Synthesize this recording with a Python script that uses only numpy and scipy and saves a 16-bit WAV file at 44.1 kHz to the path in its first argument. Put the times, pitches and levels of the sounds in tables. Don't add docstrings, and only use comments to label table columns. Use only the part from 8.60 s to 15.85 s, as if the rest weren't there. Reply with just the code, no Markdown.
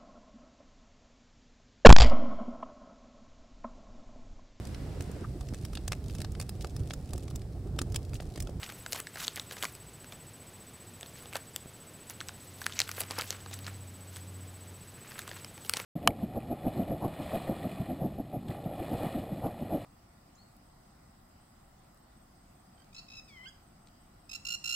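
import sys
import numpy as np
from scipy import signal
from scipy.fft import rfft, irfft, next_fast_len
from scipy.io import wavfile
from scipy.ndimage import uniform_filter1d

SR = 44100
rng = np.random.default_rng(int(sys.argv[2]) if len(sys.argv) > 2 else 0)


def to_wav(sig):
    pcm = np.clip(np.atleast_2d(sig), -1, 1) * 32767
    pcm = np.round(pcm).astype(np.int16)
    wavfile.write(sys.argv[1], SR, pcm.T)


N = 319711


def gain_of(db):
    return 10 ** (np.asarray(db) / 20)


def unit_rms(x):
    return x / np.sqrt(np.mean(x ** 2) + 1e-20)


def coloured(x, spectrum):
    size = next_fast_len(len(x))
    bin_hz = np.fft.rfftfreq(size, 1 / SR)
    hz, db = np.transpose(spectrum)
    curve = gain_of(np.interp(np.log(bin_hz + 1), np.log(hz), db))
    return unit_rms(irfft(rfft(x, size) * curve, size)[:len(x)])


def resonate(x, hz, width_hz):
    r = np.exp(-np.pi * width_hz / SR)
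    stage = [1, 0, -1, 1, -2 * r * np.cos(2 * np.pi * hz / SR), r * r]
    return unit_rms(signal.sosfilt([stage, stage], x))


def wander(corner_hz):
    pole = np.exp(-2 * np.pi * corner_hz / SR)
    return unit_rms(signal.lfilter([1], [1, -pole], rng.standard_normal(N)))


# frequency in Hz, relative density in dB.
FLOOR_SPECTRUM = [(15, -11), (30, -24.5), (50, -11), (105, 0), (200, -6.5), (400, -10.5), (950, -17.5),
                  (1550, -20.5), (3000, -22), (6900, -27.5), (9000, -27), (12000, -27.5), (14000, -28.5),
                  (15700, -37), (16000, -65)]


def noise_floor(level_db=-52):
    return gain_of(level_db) * coloured(rng.standard_normal(N), FLOOR_SPECTRUM)


# frequency in Hz, level while on in dB, 1 if the phase restarts with each picture.
CLOCK_TONES = [(8000, -54.5, 0), (11052.6, -69, 0), (15243, -68, 1)]


def camera_whine(pictures_per_s=14.978, readout_s=0.0315, start_s=-0.0022):
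    t = np.arange(N) / SR
    since_s = (t - start_s) % (1 / pictures_per_s)
    gate = uniform_filter1d(1. * (since_s < readout_s), size=40)
    tones = sum(gain_of(db) * np.cos(2 * np.pi * hz * (since_s if restarts else t))
                for hz, db, restarts in CLOCK_TONES)
    return gate * np.sqrt(2) * tones


# start in seconds, relative level in dB, ring in Hz,
# thud and crack in dB against that level, time to fall 60 dB in ms.
BUCKLES = [(0.0314, -16.5, 2820, -14, -22, 6), (0.063, -26.5, 2500, -16, -15, 6.7),
           (0.0915, -23.5, 1410, -9, -26, 13), (0.0996, -24, 1510, -29, -25, 7),
           (0.122, -31, 2650, -2, -2, 6.2), (0.2623, -16, 1420, -13.5, -15, 8.1),
           (0.3232, -17, 4650, -14, -4, 3.3), (0.3303, -12, 4770, -13, -5, 11),
           (0.347, -26.5, 910, 1, -1, 17), (0.362, -29, 4930, -1, 1, 3), (0.378, -28, 1220, -5, -11, 8),
           (0.4018, -20, 2650, -5.5, 1, 2), (0.47, -19.5, 1780, -16, -32, 14),
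           (0.5572, -21.5, 1730, -5, -21, 8.8), (0.5714, -24.5, 1530, -15, -25, 6.4),
           (0.6686, -21.5, 6290, -16, -11, 13), (0.68, -9, 3560, -15.5, -16, 6.1),
           (0.759, -24.5, 5000, -24, 3, 18), (0.767, -21, 2140, -17, -21, 2.8),
           (0.7743, -18, 1780, -14, -22, 6), (0.7965, -14, 3450, -18, -23, 9.5),
           (0.9107, -21, 1470, -16, -10, 9), (0.9218, -24, 3430, -4.5, -6, 21),
           (0.967, -23.5, 1750, -7, -17, 18), (1.0252, -13, 3050, -15, -12, 5),
           (1.027, -14.5, 2390, -8.5, -8, 11), (1.0351, -14, 1240, -7, -15, 5.2),
           (1.043, -14, 1060, -23, -9, 9.9), (1.052, -12, 2140, -12, -12, 8.9),
           (1.1512, -30.5, 4370, -13, 0, 7), (1.444, -30, 1590, -16, -8, 7),
           (1.5224, -26.5, 3100, -2.5, -14, 22), (2.4102, -25.5, 6500, -25, -8, 2.7),
           (2.43, -21, 3400, -8, -19, 7), (2.461, -31, 3700, -18, -13, 7.2),
           (2.657, -31, 3250, -0.5, -17, 4.5), (2.728, -25, 1550, -8, -13, 5),
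           (2.734, -21, 2570, -27, -20, 5.7), (2.7435, -35, 1400, -14, -9, 6),
           (2.7544, -12.5, 573, -13, -20, 19), (2.7556, -16, 1380, -14, -18, 11),
           (2.7662, -22.5, 3120, -17, 1, 23), (2.9614, -16, 3200, -16.5, 0, 6.1),
           (3.4982, -26.5, 6360, -5, 2.5, 6), (3.6045, -17.5, 3500, -13, -29, 9),
           (3.6115, -18, 1390, -25, -29, 4.6), (3.6855, -19.5, 4960, -21, -9.5, 7.5),
           (3.6914, -21, 1410, -11, -24, 5), (4.0163, -17, 1600, -14, -16, 8),
           (4.0423, -25, 3730, -17, -16, 10), (4.0596, -20.5, 1470, -16, -21, 17),
           (4.0651, -7.5, 1580, -22.5, -8.5, 1.3), (4.0962, -28, 1400, -13, -17, 6),
           (4.1026, -27, 1420, -22, -24, 5), (4.123, -23, 3450, -22, -22, 12),
           (4.191, -5.5, 5650, -34, -15, 4.5), (4.2021, 0, 4900, -26, -13.5, 4.8),
           (4.2095, -20, 1970, -12, -14, 3), (4.2167, -9.5, 3290, -18, -26, 3.5),
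           (4.2767, -25, 3380, -19, -18, 11), (4.2915, -17.5, 1453, -15, -8, 8.1),
           (4.315, -17.5, 6000, -23, -7, 2.1), (4.38, -27.5, 1740, 5.5, -16, 5.9),
           (4.4054, -17, 1900, -5, 2, 13), (4.4154, -17.5, 4870, -7.5, -6, 14),
           (4.435, -21, 2950, -11, -19, 6.7), (4.5022, -29, 2110, -1, -11, 7),
           (4.5093, -16, 4700, -5, -6.5, 3), (4.518, -23.5, 1010, -8, -7, 14.5),
           (4.5835, -23, 1145, 6.5, -15, 4.4), (4.5871, -10.5, 4900, -13, -17, 3.6),
           (4.5953, -18, 1140, -11, -16, 4.8), (4.611, -16, 4230, -12, -5, 3.1),
           (4.6193, -16, 1900, -11, -19, 7), (4.7054, -11.5, 5300, -15.5, -8, 5.8),
           (4.7259, -23, 2020, -8, -11, 13), (4.861, -26, 1170, -2, -26, 7),
           (4.9122, -31.5, 3810, 1, -7, 10), (4.939, -32.5, 6520, -20, 8.5, 18),
           (4.9898, -30, 2630, -15, -2, 3), (5.0447, -30, 3600, -12, -17, 5),
           (5.066, -20, 3600, -14, -23, 9.8), (5.0803, -22.5, 1520, -8, -14, 7.1),
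           (5.561, -26, 3660, -29, -8, 3.4), (5.5672, -29, 1550, -6, 1.5, 12),
           (6.519, -25.5, 1480, -17, -26, 3.4), (6.5806, -28, 3350, -14, -16, 3),
           (6.5913, -17, 1470, -33, -6, 8.3), (6.618, -27, 2250, -23, -11, 3.7),
           (6.6769, -23, 1240, -10, -7, 11), (6.692, -24, 3270, -7, -19, 6.6),
           (6.714, -20.5, 1840, -10, -25, 5.6), (6.7323, -30, 1365, -12, -22, 10),
           (6.7641, -34, 2650, -4, -11, 14), (6.7975, -35, 1980, -8, -18, 4.5),
           (6.846, -21.5, 4340, -12, -9, 8.2), (6.978, -27.5, 1730, -5, -28, 10),
           (7.048, -28, 2720, -5, -15, 13.4), (7.0954, -10, 1290, -20, 0.5, 4.1),
           (7.1365, -4, 4200, -22.5, -16, 7.4), (7.1429, -21, 905, -8, -25, 18),
           (7.1694, -14.5, 4950, -10, -6, 6), (7.178, -31, 2020, -11, -18, 8),
           (7.1993, -16.5, 2190, -7, -22, 5.6)]


def film_snaps(rise_s=0.00022, ring_share=0.54, thud_stretch=3, tail_db=-18, tail_t60_s=0.26):
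    out = np.zeros(N + SR)
    t = np.arange(1600) / SR
    for start_s, db, ring_hz, thud_db, crack_db, t60_ms in BUCKLES:
        noise = rng.standard_normal((4, len(t)))
        attack = np.minimum(t / rise_s, 1) ** 2
        envelope = attack * gain_of(-60 * np.maximum(t - rise_s, 0) / (t60_ms / 1000))
        ring = resonate(envelope * noise[0], ring_hz, width_hz=0.45 * ring_hz)
        flex = resonate(envelope * noise[1], hz=1840, width_hz=5340)
        thud = resonate(envelope ** (1 / thud_stretch) * noise[2], hz=374, width_hz=900)
        crack = resonate(envelope * noise[3], hz=8650, width_hz=9700)
        body = ring_share * ring + (1 - ring_share) * flex
        snap = body + gain_of(thud_db) * thud + gain_of(crack_db) * crack
        at = round(start_s * SR)
        out[at:at + len(t)] += 2 * gain_of(db) * snap / np.sqrt(len(t))
    lag = np.arange(3000)
    room = rng.standard_normal(len(lag)) * gain_of(-60 * lag / SR / tail_t60_s) * (lag > 90)
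    tail = signal.oaconvolve(out, room / np.linalg.norm(room))
    return out[:N] + gain_of(tail_db) * tail[:N]


# peak time in seconds, length in ms, level in dB,
# brightness in dB, extra sleeve buzz in dB.
SLIDES = [(0.037, 14, -47, -3, 2), (0.101, 6.8, -46, -5, -1), (0.17, 65, -56.5, 3.5, -2.5),
          (0.327, 7, -46.5, 8, 3.5), (0.36, 11, -45.5, -2, 3.5), (0.398, 8.9, -45, -1, -13),
          (0.59, 17, -47, -2, -6), (0.628, 14.5, -38.5, -1, 4), (0.78, 22, -50, 0, 2),
          (0.929, 10, -49, -1, 4), (0.985, 22, -54, 1, -4), (1.036, 20.5, -45, 0, 1),
          (1.527, 4.7, -56, 2, 4), (2.587, 75, -57, 0, 2), (2.759, 5.9, -39.5, -5, -10),
          (3.506, 11, -49.5, 0, -3), (3.85, 120, -65, 4, 4.5), (4.02, 15, -50, 3, 2),
          (4.126, 28, -60.5, 1, 10), (4.171, 21, -49, -3, 2.5), (4.21, 16, -46, -3, 2.5),
          (4.291, 8.8, -46, 1, -4), (4.369, 25, -46, 0, -2), (4.407, 7.1, -38, 4, 1),
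          (4.44, 13, -53, -7, 3), (4.515, 6.8, -45, -2, 3), (4.591, 12, -39.5, -3.5, -1),
          (4.635, 25, -51.5, 4, 7), (4.714, 40, -51.5, -3.5, 2.5), (4.937, 19, -54, -4, 7),
          (5.075, 25, -52, -3, 4), (5.566, 22, -53.5, 1, 2.5), (6.51, 56, -53.5, -2.5, -3),
          (6.592, 13, -47, -1, -2.5), (6.678, 34.6, -56, -3, -4), (6.765, 58, -54.5, -1.5, -1.5),
          (7.055, 31, -58, 5, 2), (7.172, 8.1, -43, -4, 5), (7.198, 13, -43, 0, -2)]
# frequency in Hz, relative density in dB.
FLEX_SPECTRUM = [(250, -14), (600, -7), (1000, -0.5), (1400, 4), (2200, 0.5), (3200, -4), (6000, -38)]
BUZZ_SPECTRUM = [(1500, -17), (2600, -4.5), (3800, -2.5), (5500, -4), (7500, -5), (10000, -29)]
SURFACE_SPECTRUM = [(4000, -20), (7500, -1), (9500, 5.5), (12500, 7), (15500, 1.5), (17000, -52)]


def film_rustle(grains_per_s=3000, scatter_db=3, swish_gain=1.8, clump_db=4.5, fall_stretch=1.18,
                shiver_ms=4.5, shiver_db=-42, shiver_bright_db=-3):
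    t = np.arange(N) / SR
    coarse_t = t[::32]
    shivers = [(start_s, shiver_ms, db + shiver_db, shiver_bright_db, 0) for start_s, db, *_ in BUCKLES]
    power = 0
    for peak_s, length_ms, db, bright_db, buzz_db in SLIDES + shivers:
        away_s = np.where(coarse_t < peak_s, peak_s - coarse_t, (coarse_t - peak_s) / fall_stretch)
        drop_db = 9.57 * np.minimum(away_s * 1000 / length_ms, 20) ** 0.6
        voices_db = db + np.array([[-bright_db], [buzz_db], [bright_db]])
        power = power + gain_of(voices_db - drop_db) ** 2
    out = np.zeros(N)
    for spectrum, envelope in zip((FLEX_SPECTRUM, BUZZ_SPECTRUM, SURFACE_SPECTRUM), np.sqrt(power)):
        sizes = gain_of(scatter_db * np.minimum(rng.exponential(1, N), 4)) * rng.standard_normal(N)
        grains = unit_rms(sizes * (rng.random(N) < grains_per_s / SR))
        clumps = gain_of(clump_db * wander(corner_hz=43))
        swish = swish_gain * rng.standard_normal(N)
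        out += coloured(clumps * (grains + swish), spectrum) * np.interp(t, coarse_t, envelope)
    return out


# peak time in seconds, 1/e half-width in seconds, level in dB.
WAFTS = [(0.17, 0.22, -60), (1.28, 0.16, -61)]


def page_wafts():
    t = np.arange(N) / SR
    envelope = sum(gain_of(db) * np.exp(-((t - peak_s) / width_s) ** 2) for peak_s, width_s, db in WAFTS)
    return envelope * resonate(rng.standard_normal(N), hz=45, width_hz=40)


def album_bump(start_s=3.0585, decay_ms=1, gain_db=-35):
    age = np.clip((np.arange(N) / SR - start_s) * 1000 / decay_ms, 0, 60)
    pulse = 4 * age * (1 - age / 2) * np.exp(-age)
    return gain_of(gain_db) * pulse


# time in seconds, pitch in Hz, level in dB.
ENGINE_PATH = [(3.5, 90.9, -68), (3.7, 90.2, -56), (4.0, 92.4, -57.5), (4.45, 96.2, -51), (4.85, 95.1, -51),
               (5.1, 94.9, -45), (5.35, 92, -52), (5.8, 92.5, -45.5), (6.0, 92.1, -53), (6.12, 92.7, -48.5),
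               (6.38, 93.3, -63), (6.8, 92, -60), (7.25, 93.7, -58.5)]
# multiple of the pitch, relative level in dB.
ENGINE_ORDERS = [(1, 0.5), (1.41, -15.5), (2, -14.5), (2.85, -18.5)]


def traffic(wander_hz=0.66, wander_db=0.3):
    t = np.arange(N) / SR
    times_s, hz, db = np.transpose(ENGINE_PATH)
    pitch_hz = np.interp(t, times_s, hz) + wander_hz * wander(corner_hz=4.8)
    cycles = np.cumsum(pitch_hz) / SR
    note = sum(gain_of(order_db) * np.sqrt(2) * np.cos(2 * np.pi * order * cycles)
               for order, order_db in ENGINE_ORDERS)
    drift_db = wander_db * uniform_filter1d(wander(corner_hz=3.4), size=2000)
    return note * gain_of(np.interp(t, times_s, db, left=-120) + drift_db)


def scene():
    floor = noise_floor()
    album = film_snaps() + film_rustle() + album_bump() + page_wafts()
    mono = album + traffic() + floor + camera_whine()
    return np.array([mono, mono])


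def record(dry, waver_db=-41, cutoff_hz=16700):
    waver = gain_of(waver_db) * wander(corner_hz=360)
    wavering = dry * np.array([1 + waver, 1 - waver])
    lowpass = signal.firwin(511, cutoff_hz, window=("kaiser", 9), fs=SR)
    return signal.oaconvolve(wavering, lowpass[None], "same")


dry = scene()
out = record(dry)
to_wav(out)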